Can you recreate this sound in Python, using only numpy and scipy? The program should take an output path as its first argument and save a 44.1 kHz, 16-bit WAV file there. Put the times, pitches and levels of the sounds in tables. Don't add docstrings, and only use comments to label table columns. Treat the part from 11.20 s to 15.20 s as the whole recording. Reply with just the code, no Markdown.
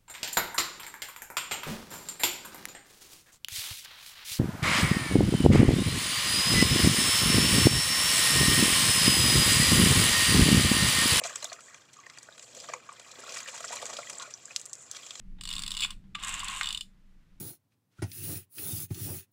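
import sys
import numpy as np
from scipy import signal
from scipy.io import wavfile
from scipy.ndimage import uniform_filter1d

SR = 44100
rng = np.random.default_rng(int(sys.argv[2]) if len(sys.argv) > 2 else 0)


def inscribe(sig):
    pcm = np.round(np.clip(np.atleast_2d(sig).T, -1, 1) * 32767)
    wavfile.write(sys.argv[1], SR, pcm.astype(np.int16))


N = 176400
T = np.arange(N) / SR

# time in seconds, level in dB.
SPRAY_LEVEL = [(0.02, -62), (0.05, -47.5), (0.15, -51.5), (0.26, -52), (0.42, -64), (0.53, -60.5),
               (0.65, -66), (0.95, -61.5), (1.1, -63), (1.31, -59.5), (1.38, -53.5), (1.53, -56.5),
               (1.61, -62.5), (2, -55.5), (2.17, -46.5), (2.25, -53.5), (2.55, -49), (3.01, -55),
               (3.1, -59), (3.25, -61), (3.38, -54.5), (3.52, -68), (3.7, -61.5), (3.75, -52), (4, -55.5)]


def splats():
    # start in seconds, length in seconds, then a level in dB for each of the four bands.
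    hits = [(0.036, 0.0082, -68, -44, -33.5, -41.5), (0.044, 0.022, -45, -43, -44, -38),
            (0.069, 0.0053, -64, -67, -52, -36), (0.093, 0.015, -52, -44.5, -59, -44),
            (0.156, 0.0057, -60, -40.5, -39.5, -34), (0.226, 0.0046, -51, -41.5, -41, -39.5),
            (0.243, 0.0049, -44, -40, -45, -38.5), (0.318, 0.0066, -49, -44, -56, -60),
            (0.328, 0.0049, -63, -56, -38, -41.5), (0.405, 0.0042, -61, -65, -52, -47.5),
            (0.543, 0.0061, -58, -50, -51.5, -49), (0.731, 0.011, -67, -77, -54.5, -50.5),
            (0.864, 0.0048, -51.5, -48, -72, -52), (0.898, 0.0035, -82, -56, -44, -53),
            (0.973, 0.0051, -63, -46, -69, -51.5), (0.985, 0.0026, -55, -75, -49, -43.5),
            (1.028, 0.0043, -79, -76, -58, -44), (1.086, 0.0042, -46.5, -64, -77, -71),
            (1.179, 0.0027, -75, -49.5, -48, -49), (1.194, 0.0037, -71, -56, -47, -45.5),
            (1.226, 0.0077, -79, -66, -52, -48), (1.348, 0.0029, -72, -63, -49, -42.5),
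            (1.366, 0.012, -69, -56, -54, -48), (1.401, 0.0061, -67, -65, -43, -64),
            (1.437, 0.01, -71, -47.5, -50, -57), (1.486, 0.016, -43, -47, -46.5, -60),
            (1.535, 0.0046, -38, -34.5, -47.5, -39.5), (1.69, 0.0053, -57, -46.5, -77, -58),
            (1.795, 0.0057, -55, -55, -48.5, -47.5), (1.913, 0.0064, -55, -59, -45.5, -50.5),
            (1.982, 0.021, -57, -56, -57, -52.5), (2.035, 0.0078, -49, -63, -67, -54),
            (2.091, 0.011, -52.5, -62, -41.5, -59), (2.121, 0.0034, -51, -51, -41, -40),
            (2.138, 0.016, -72, -48.5, -49, -43), (2.16, 0.014, -56, -41, -42, -49),
            (2.177, 0.013, -59, -58, -50, -42), (2.203, 0.0038, -57, -41.5, -44, -39),
            (2.274, 0.024, -51, -46.5, -41.5, -46.5), (2.338, 0.027, -51.5, -52, -51, -44.5),
            (2.376, 0.005, -72, -45, -46, -46), (2.404, 0.0063, -59, -47.5, -47, -41.5),
            (2.441, 0.0087, -47, -44, -57, -61), (2.481, 0.0095, -61, -63, -45, -47),
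            (2.52, 0.021, -46.5, -43.5, -44, -41.5), (2.555, 0.016, -50, -47, -44, -42),
            (2.616, 0.015, -40, -51, -43, -47), (2.655, 0.0053, -51, -43, -45.5, -52),
            (2.663, 0.0073, -50, -52, -50, -40.5), (2.692, 0.015, -43.5, -47, -52, -43),
            (2.728, 0.016, -45, -51, -43, -50), (2.765, 0.011, -57, -69, -37.5, -63),
            (2.787, 0.0074, -40.5, -50, -47, -48), (2.896, 0.0085, -66, -42, -41.5, -37),
            (2.926, 0.009, -54, -51, -60, -44.5), (2.997, 0.02, -74, -75, -48, -63),
            (3.019, 0.011, -79, -64, -42, -41.5), (3.105, 0.007, -72, -65, -49, -47.5),
            (3.139, 0.002, -75, -59, -58, -50), (3.302, 0.02, -57, -55.5, -65, -56.5),
            (3.748, 0.0017, -64, -46.5, -41, -54), (3.765, 0.0066, -77, -52, -40, -71),
            (3.779, 0.012, -71, -56, -59, -66), (3.863, 0.0061, -57, -58, -45.5, -44),
            (3.906, 0.0034, -77, -48.5, -34.5, -44), (3.953, 0.0047, -77, -46, -40, -48),
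            (3.994, 0.0054, -57, -49, -39, -41)]
    # low edge in Hz, high edge in Hz.
    bands = [(410, 1150), (900, 2640), (2500, 7800), (6000, 8630)]
    release_s, mist_db = .0056, -19
    out = np.zeros(N)
    t = T[:3000]
    for start, length, *band_db in hits:
        attack = np.minimum(t / (.3 * length), 1)
        envelope = attack * np.exp(-.85 * t / length - np.maximum(t - length, 0) / release_s)
        gain = amp(-1.5) * np.sqrt(length / t[-1])
        for (lo, hi), db in zip(bands, band_db):
            film = band(rng.standard_normal(len(t)) * envelope, lo, hi, order=3)
            pops = np.zeros(len(t))
            for when, pitch, strength in rng.random(size=(5, 3)):
                hz = lo * (hi / lo) ** pitch
                add(pops, length * when, strength * bubble(hz, decay_s=1.64 / hz))
            add(out, start, gain * amp(db) * unit(unit(film) + unit(pops)))
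        mist = band(rng.standard_normal(len(t)) ** 3 * envelope, 8000, 13000)
        add(out, start, gain * amp(band_db[-1] + mist_db) * unit(mist))
    return out


def plops():
    # start in seconds, level in dB, pitch in Hz, decay time in seconds.
    bubbles = [(0.016, -35, 550, 0.0027), (0.048, -38.5, 651, 0.011), (0.079, -45, 2500, 0.0027),
               (0.158, -26.5, 7470, 0.0018), (0.203, -43, 5240, 0.002), (0.226, -46, 605, 0.019),
               (0.225, -37.5, 4000, 0.0033), (0.244, -36, 6680, 0.0034), (0.253, -35, 3590, 0.0037),
               (0.299, -40.5, 4200, 0.0033), (0.319, -38.5, 620, 0.0023), (0.39, -45, 1310, 0.0071),
               (0.483, -49.5, 1835, 0.0044), (0.769, -50, 6730, 0.0024), (0.765, -53.5, 1197, 0.0096),
               (0.788, -49.5, 1153, 0.009), (0.801, -48, 6400, 0.0022), (0.837, -50.5, 2000, 0.004),
               (0.864, -47, 1850, 0.004), (0.898, -44, 2080, 0.0031), (0.985, -42, 4480.0, 0.0016),
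               (1.088, -40, 1470, 0.0016), (1.125, -47.5, 3740, 0.0028), (1.225, -51, 2030, 0.003),
               (1.37, -45.5, 493, 0.0046), (1.401, -41, 4860, 0.0017), (1.487, -44, 1170, 0.0076),
               (1.536, -37.5, 2170, 0.0041), (1.536, -34.5, 980, 0.0071), (1.546, -46, 486, 0.014),
               (1.538, -35.5, 6650, 0.002), (1.69, -37.5, 1174, 0.0047), (1.719, -48, 1020, 0.0081),
               (1.727, -45.5, 7970, 0.0022), (1.986, -46, 388, 0.0032), (2.036, -45.5, 1390, 0.0069),
               (2.081, -42.5, 1380, 0.0072), (2.188, -36.5, 4950, 0.002), (2.23, -39, 6550.0, 0.0018),
               (2.26, -43, 1777, 0.0061), (2.338, -44.5, 918, 0.007), (2.405, -42, 610, 0.0031),
               (2.405, -40, 1250, 0.0023), (2.443, -37, 1390, 0.0049), (2.448, -33.5, 7360, 0.0047),
               (2.48, -37, 5300, 0.0019), (2.506, -37.5, 700, 0.0025), (2.513, -42, 3790.0, 0.0022),
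               (2.514, -41, 6200, 0.0028), (2.531, -37, 994, 0.011), (2.577, -42, 5680.0, 0.002),
               (2.588, -41.5, 2130, 0.0028), (2.628, -36, 530, 0.0043), (2.664, -35.5, 6720.0, 0.0017),
               (2.787, -37.5, 573, 0.0083), (2.788, -38.5, 1350, 0.0094), (2.831, -40.5, 2090, 0.0035),
               (2.872, -43.5, 3140, 0.002), (2.871, -44, 1900, 0.0037), (2.926, -46, 410, 0.0031),
               (2.933, -40, 5200, 0.0016), (2.954, -40, 7900, 0.0017), (2.984, -34, 7420, 0.0024),
               (2.998, -38.5, 3730, 0.0022), (3, -42, 1130, 0.0067), (3.011, -44.5, 1403, 0.018),
               (3.024, -42.5, 1023, 0.011), (3.053, -44, 1370, 0.0053), (3.076, -48.5, 590, 0.0067),
               (3.139, -33, 5800, 0.0021), (3.255, -38.5, 7390, 0.0018), (3.281, -48.5, 1550, 0.002),
               (3.308, -44, 2470, 0.0044), (3.83, -45, 3200, 0.0018)]
    wobble_cycles, bend_depth, flutter_db = 2.5, .028, 2.6
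    out = np.zeros(N)
    for start, db, hz, decay_s in bubbles:
        ring = bubble(hz, decay_s)
        samples = np.arange(len(ring))
        wobble_steps = samples * hz / SR / wobble_cycles
        bend, flutter = [np.interp(wobble_steps, np.arange(64), v) for v in rng.normal(size=(2, 64))]
        bent = np.interp(np.cumsum(1 + bend_depth * bend), samples, ring)
        jostled = bent * amp(flutter_db * flutter)
        add(out, start, amp(db + 4.5) * ring.std() * unit(jostled))
    return out


def drops():
    # time of the peak in seconds, level in dB, pitch at the peak in Hz, rise time in seconds.
    snaps = [(0.154, -40, 7900, 0.00029), (0.185, -41, 9400, 0.00018), (0.2441, -22, 6380, 0.00036),
             (2.004, -33, 8700, 0.00013), (2.172, -23, 7200, 0.00012), (2.342, -45, 7350, 0.00013),
             (2.533, -28, 8300, 0.00018), (2.5555, -29, 9450, 0.00016), (2.624, -28, 8500, 0.0001),
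             (2.656, -23, 6470, 0.00019), (2.897, -32, 9500, 0.00012), (2.982, -32, 7100, 0.00015),
             (3.2565, -32, 6660, 0.00018), (3.356, -37, 7040, 0.00017), (3.3626, -14, 4530, 0.00033),
             (3.397, -28, 6500, 0.0001), (3.4004, -30, 8000, 0.00011), (3.4146, -25.5, 7300, 0.00015),
             (3.4559, -29.5, 7060, 0.00031), (3.4606, -24, 7500, 0.00011), (3.4966, -33, 6700, 0.00014),
             (3.532, -21.5, 6630, 0.0002), (3.5356, -24.5, 7440, 0.00012), (3.5536, -31, 6700, 0.00015),
             (3.622, -33.5, 7500, 0.00012), (3.7138, -16.5, 7100, 0.000056), (3.7146, -27, 7200, 0.00014),
             (3.734, -33, 5470, 0.000079)]
    sweep_hz_per_s, fall_to_rise = 4.47e6, 2.26
    tick_db, tick_decay_s, tick_lead_s = -24, .0042, .00065
    out = np.zeros(N)
    t = np.arange(-110, 110) / SR
    for peak_s, db, hz, rise_s in snaps:
        turns = hz * t + sweep_hz_per_s * t ** 2 / 2
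        width_s = rise_s * np.where(t > 0, fall_to_rise, 1)
        snap = np.exp(-(t / width_s) ** 2 / 2) * np.cos(2 * np.pi * turns)
        add(out, peak_s + t[0], amp(db - 1.5) * snap)
        tick = unit(band(rng.standard_normal(len(t)), 2600, 11000)) * np.exp(-(t - t[0]) / tick_decay_s)
        add(out, peak_s - tick_lead_s, amp(db + tick_db) * tick)
    return out


def gurgles():
    # time in seconds, level in dB.
    ride = [(0, -48.5), (0.07, -53.5), (0.17, -57), (0.33, -59), (0.45, -65), (0.65, -77.5), (1.27, -61.5),
            (1.38, -54.5), (1.54, -52), (1.61, -65.5), (1.9, -61.5), (2.12, -50), (2.26, -63.5),
            (2.53, -52), (2.72, -50.5), (2.85, -61), (2.94, -51.5), (3.17, -64.5), (4, -64)]
    # frequency in Hz, level in dB.
    push_eq = [(30, -34), (70, -6), (130, -2.5), (250, -0.5), (400, -6.5), (900, -17), (4000, -51)]
    glugs = swarm(lo_hz=407, hi_hz=939, cycles=1.11, spread_db=.5, glide=.025, count=1000)
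    push = shaped_noise(push_eq)
    return (glugs * amp(-3.5) + push * amp(-12.5)) * level(ride)


def bubbling():
    # time in seconds, level in dB.
    ride = [(0, -50.5), (0.06, -44.5), (0.2, -55.5), (0.35, -53.5), (0.43, -65.5), (0.52, -54.5),
            (0.65, -67.5), (0.9, -59), (1.1, -62), (1.4, -68.5), (1.53, -50.5), (1.61, -59.5),
            (1.95, -56.5), (2.17, -50.5), (2.43, -53.5), (2.54, -49.5), (2.95, -59), (3.02, -48),
            (3.16, -64), (3.68, -62.5), (3.76, -57), (4, -66)]
    bubbles = swarm(lo_hz=988, hi_hz=2734, cycles=6.1, spread_db=3, glide=.01, count=1800)
    return bubbles * level(ride) * amp(-1.5)


def spray():
    # frequency in Hz, level in dB.
    wash_eq = [(200, -24), (450, 3.5), (1400, -2.5), (2500, 1.5), (5500, 5), (7500, 5.5), (10000, -3.5),
               (16000, -52)]
    fine = swarm(lo_hz=2433, hi_hz=8120, cycles=3.1, spread_db=8, glide=.022, count=5000)
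    spatter = swarm(lo_hz=2900, hi_hz=9500, cycles=5.5, spread_db=5.5, glide=.03, count=1100)
    wash = shaped_noise(wash_eq, flicker=amp(3 * wander(.001) + 2.5 * wander(.009)))
    return (fine * amp(-4.5) + spatter * amp(-5) + wash * amp(-2.5)) * level(SPRAY_LEVEL)


def fizz():
    ticks_per_s = 600
    ticks = (rng.random(N) < ticks_per_s / SR) * rng.standard_normal(N)
    return unit(band(ticks, 11000, 14200)) * amp(-18) * level(SPRAY_LEVEL)


def hiss():
    # frequency in Hz, level in dB.
    hiss_eq = [(3000, -30), (5500, -17.5), (6600, -5.5), (7300, 5.5), (7850, -4), (8600, -13.5),
               (11000, -26), (16000, -64)]
    # time in seconds, level in dB.
    ride = [(0, -51), (0.38, -59.5), (0.52, -62.5), (0.65, -73.5), (1.1, -63.5), (1.28, -70), (1.4, -50.5),
            (1.62, -67), (1.95, -60), (2.3, -52), (2.9, -51), (3.12, -59), (3.3, -58.5), (3.5, -57.5),
            (3.7, -58), (4, -52)]
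    return shaped_noise(hiss_eq, flicker=amp(2 * wander(.0068))) * level(ride) * amp(-1.5)


def swishes():
    # start in seconds, length in seconds, level in dB.
    cues = [(0.405, 0.14, -57.5), (1.158, 0.23, -58), (3.565, 0.11, -53.5)]
    out = np.zeros(N)
    for start, length, db in cues:
        progress = np.arange(0, 1, 1 / (length * SR))
        noise = unit(band(rng.standard_normal(len(progress)), 6500, 8450))
        add(out, start, amp(db) * np.sin(np.pi * progress ** .7) * noise)
    return out * amp(2 * wander(.004))


def tub(x):
    # centre in Hz, width in Hz, linear gain (negative cuts).
    modes = [(565, 132, 0.68), (870, 360, -0.21), (1362, 330, 0.29), (2072, 130, 0.38), (2405, 124, 0.14)]
    return x + sum(gain * signal.lfilter(*signal.iirpeak(hz, hz / width, SR), x)
                   for hz, width, gain in modes)


def reflections(x, near_db, near_decay_s, far_db):
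    # frequency in Hz, seconds to fall by 60 dB.
    tail_t60 = [(200, 0.32), (800, 0.18), (2500, 0.023), (7000, 0.12), (15000, 0.37)]
    t = T[:12000]
    sparse = rng.standard_normal(len(t)) * (rng.random(len(t)) < .2)
    near = sparse * (t > .0012) * np.exp(-t / near_decay_s)
    hz, frame_s, spectrum = signal.stft(rng.standard_normal(len(t)) * (t > .006), SR, nperseg=256)
    fade = amp(-60 * frame_s / read(tail_t60, hz)[:, None])
    far = signal.istft(spectrum * fade, SR, nperseg=256)[1][:len(t)]
    taps = amp(near_db) * near / np.linalg.norm(near) + amp(far_db) * far / np.linalg.norm(far)
    return x + signal.oaconvolve(x, taps)[:N]


def yard():
    # frequency in Hz, level in dB.
    air_eq = [(20, -42), (38, -51), (60, -14), (80, -2), (125, 7.5), (190, -1), (260, 1.5), (500, -3.5),
              (1000, -6), (2000, -11), (4500, -31), (7300, -37), (10000, -31), (16000, -43)]
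    return amp(-64) * shaped_noise(air_eq)


def bubble(hz, decay_s, glide=.02):
    t = np.arange(0, 6 * decay_s, 1 / SR)
    envelope = (1 - np.exp(-(t * hz / .99) ** 2)) * np.exp(-t / decay_s)
    return envelope / envelope.max() * np.sin(2 * np.pi * hz * t * (1 + glide * t / decay_s / 2))


def swarm(lo_hz, hi_hz, cycles, spread_db, glide, count):
    out = np.zeros(N)
    for when, pitch, softness, ring, polarity in rng.random(size=(count, 5)):
        hz = lo_hz * (hi_hz / lo_hz) ** pitch
        gain = amp(-spread_db * np.log(softness + .05)) * np.sign(polarity - .5)
        add(out, when * N / SR, gain * bubble(hz, cycles / hz * (.5 + ring), glide))
    local_power = uniform_filter1d(out ** 2, size=2600)
    return out / np.sqrt(local_power + .1 * np.mean(out ** 2))


def amp(db):
    return 10 ** (np.asarray(db) / 20)


def unit(x):
    return x / np.sqrt(np.mean(x ** 2) + 1e-20)


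def read(points, hz):
    f, value = np.transpose(points)
    return np.interp(np.log(hz + 1), np.log(f), value)


def level(points):
    return amp(np.interp(T, *np.transpose(points)))


def add(mix, start_s, sound):
    part = mix[max(round(start_s * SR), 0):][:len(sound)]
    part += sound[:len(part)]


def colour(x, eq, size=4096):
    log_gain = np.log(amp(read(eq, abs(np.fft.fftfreq(size, 1 / SR)))))
    taps = np.fft.ifft(np.exp(np.conj(signal.hilbert(log_gain)))).real
    return signal.oaconvolve(x, taps[:size // 2])[:N]


def shaped_noise(eq, flicker=1):
    return unit(colour(rng.standard_normal(N) * flicker, eq))


def band(x, lo_hz, hi_hz, order=2):
    return signal.sosfilt(signal.butter(order, [lo_hz, hi_hz], "band", fs=SR, output="sos"), x)


def wander(span_s):
    return unit(np.interp(T / span_s, np.arange(N), rng.standard_normal(N)))


def scene():
    water = tub(gurgles() + bubbling() + spray() + splats()) + plops() + fizz()
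    water = reflections(water, near_db=-8, near_decay_s=.006, far_db=-11)
    dripping = reflections(drops(), near_db=-9, near_decay_s=.005, far_db=-14)
    return (water + dripping + hiss() + swishes() + yard())[None]


def record(dry):
    # frequency in Hz, gain in dB.
    microphone_eq = [(20, -6), (7800, 1), (8700, -5.5), (10500, -3), (12500, -6), (16000, 0)]
    low_pass = signal.firwin(401, 16000, window=("kaiser", 8), fs=SR)
    return signal.oaconvolve(colour(dry[0], microphone_eq), low_pass, "same")[None]


dry = scene()
out = record(dry)
inscribe(out)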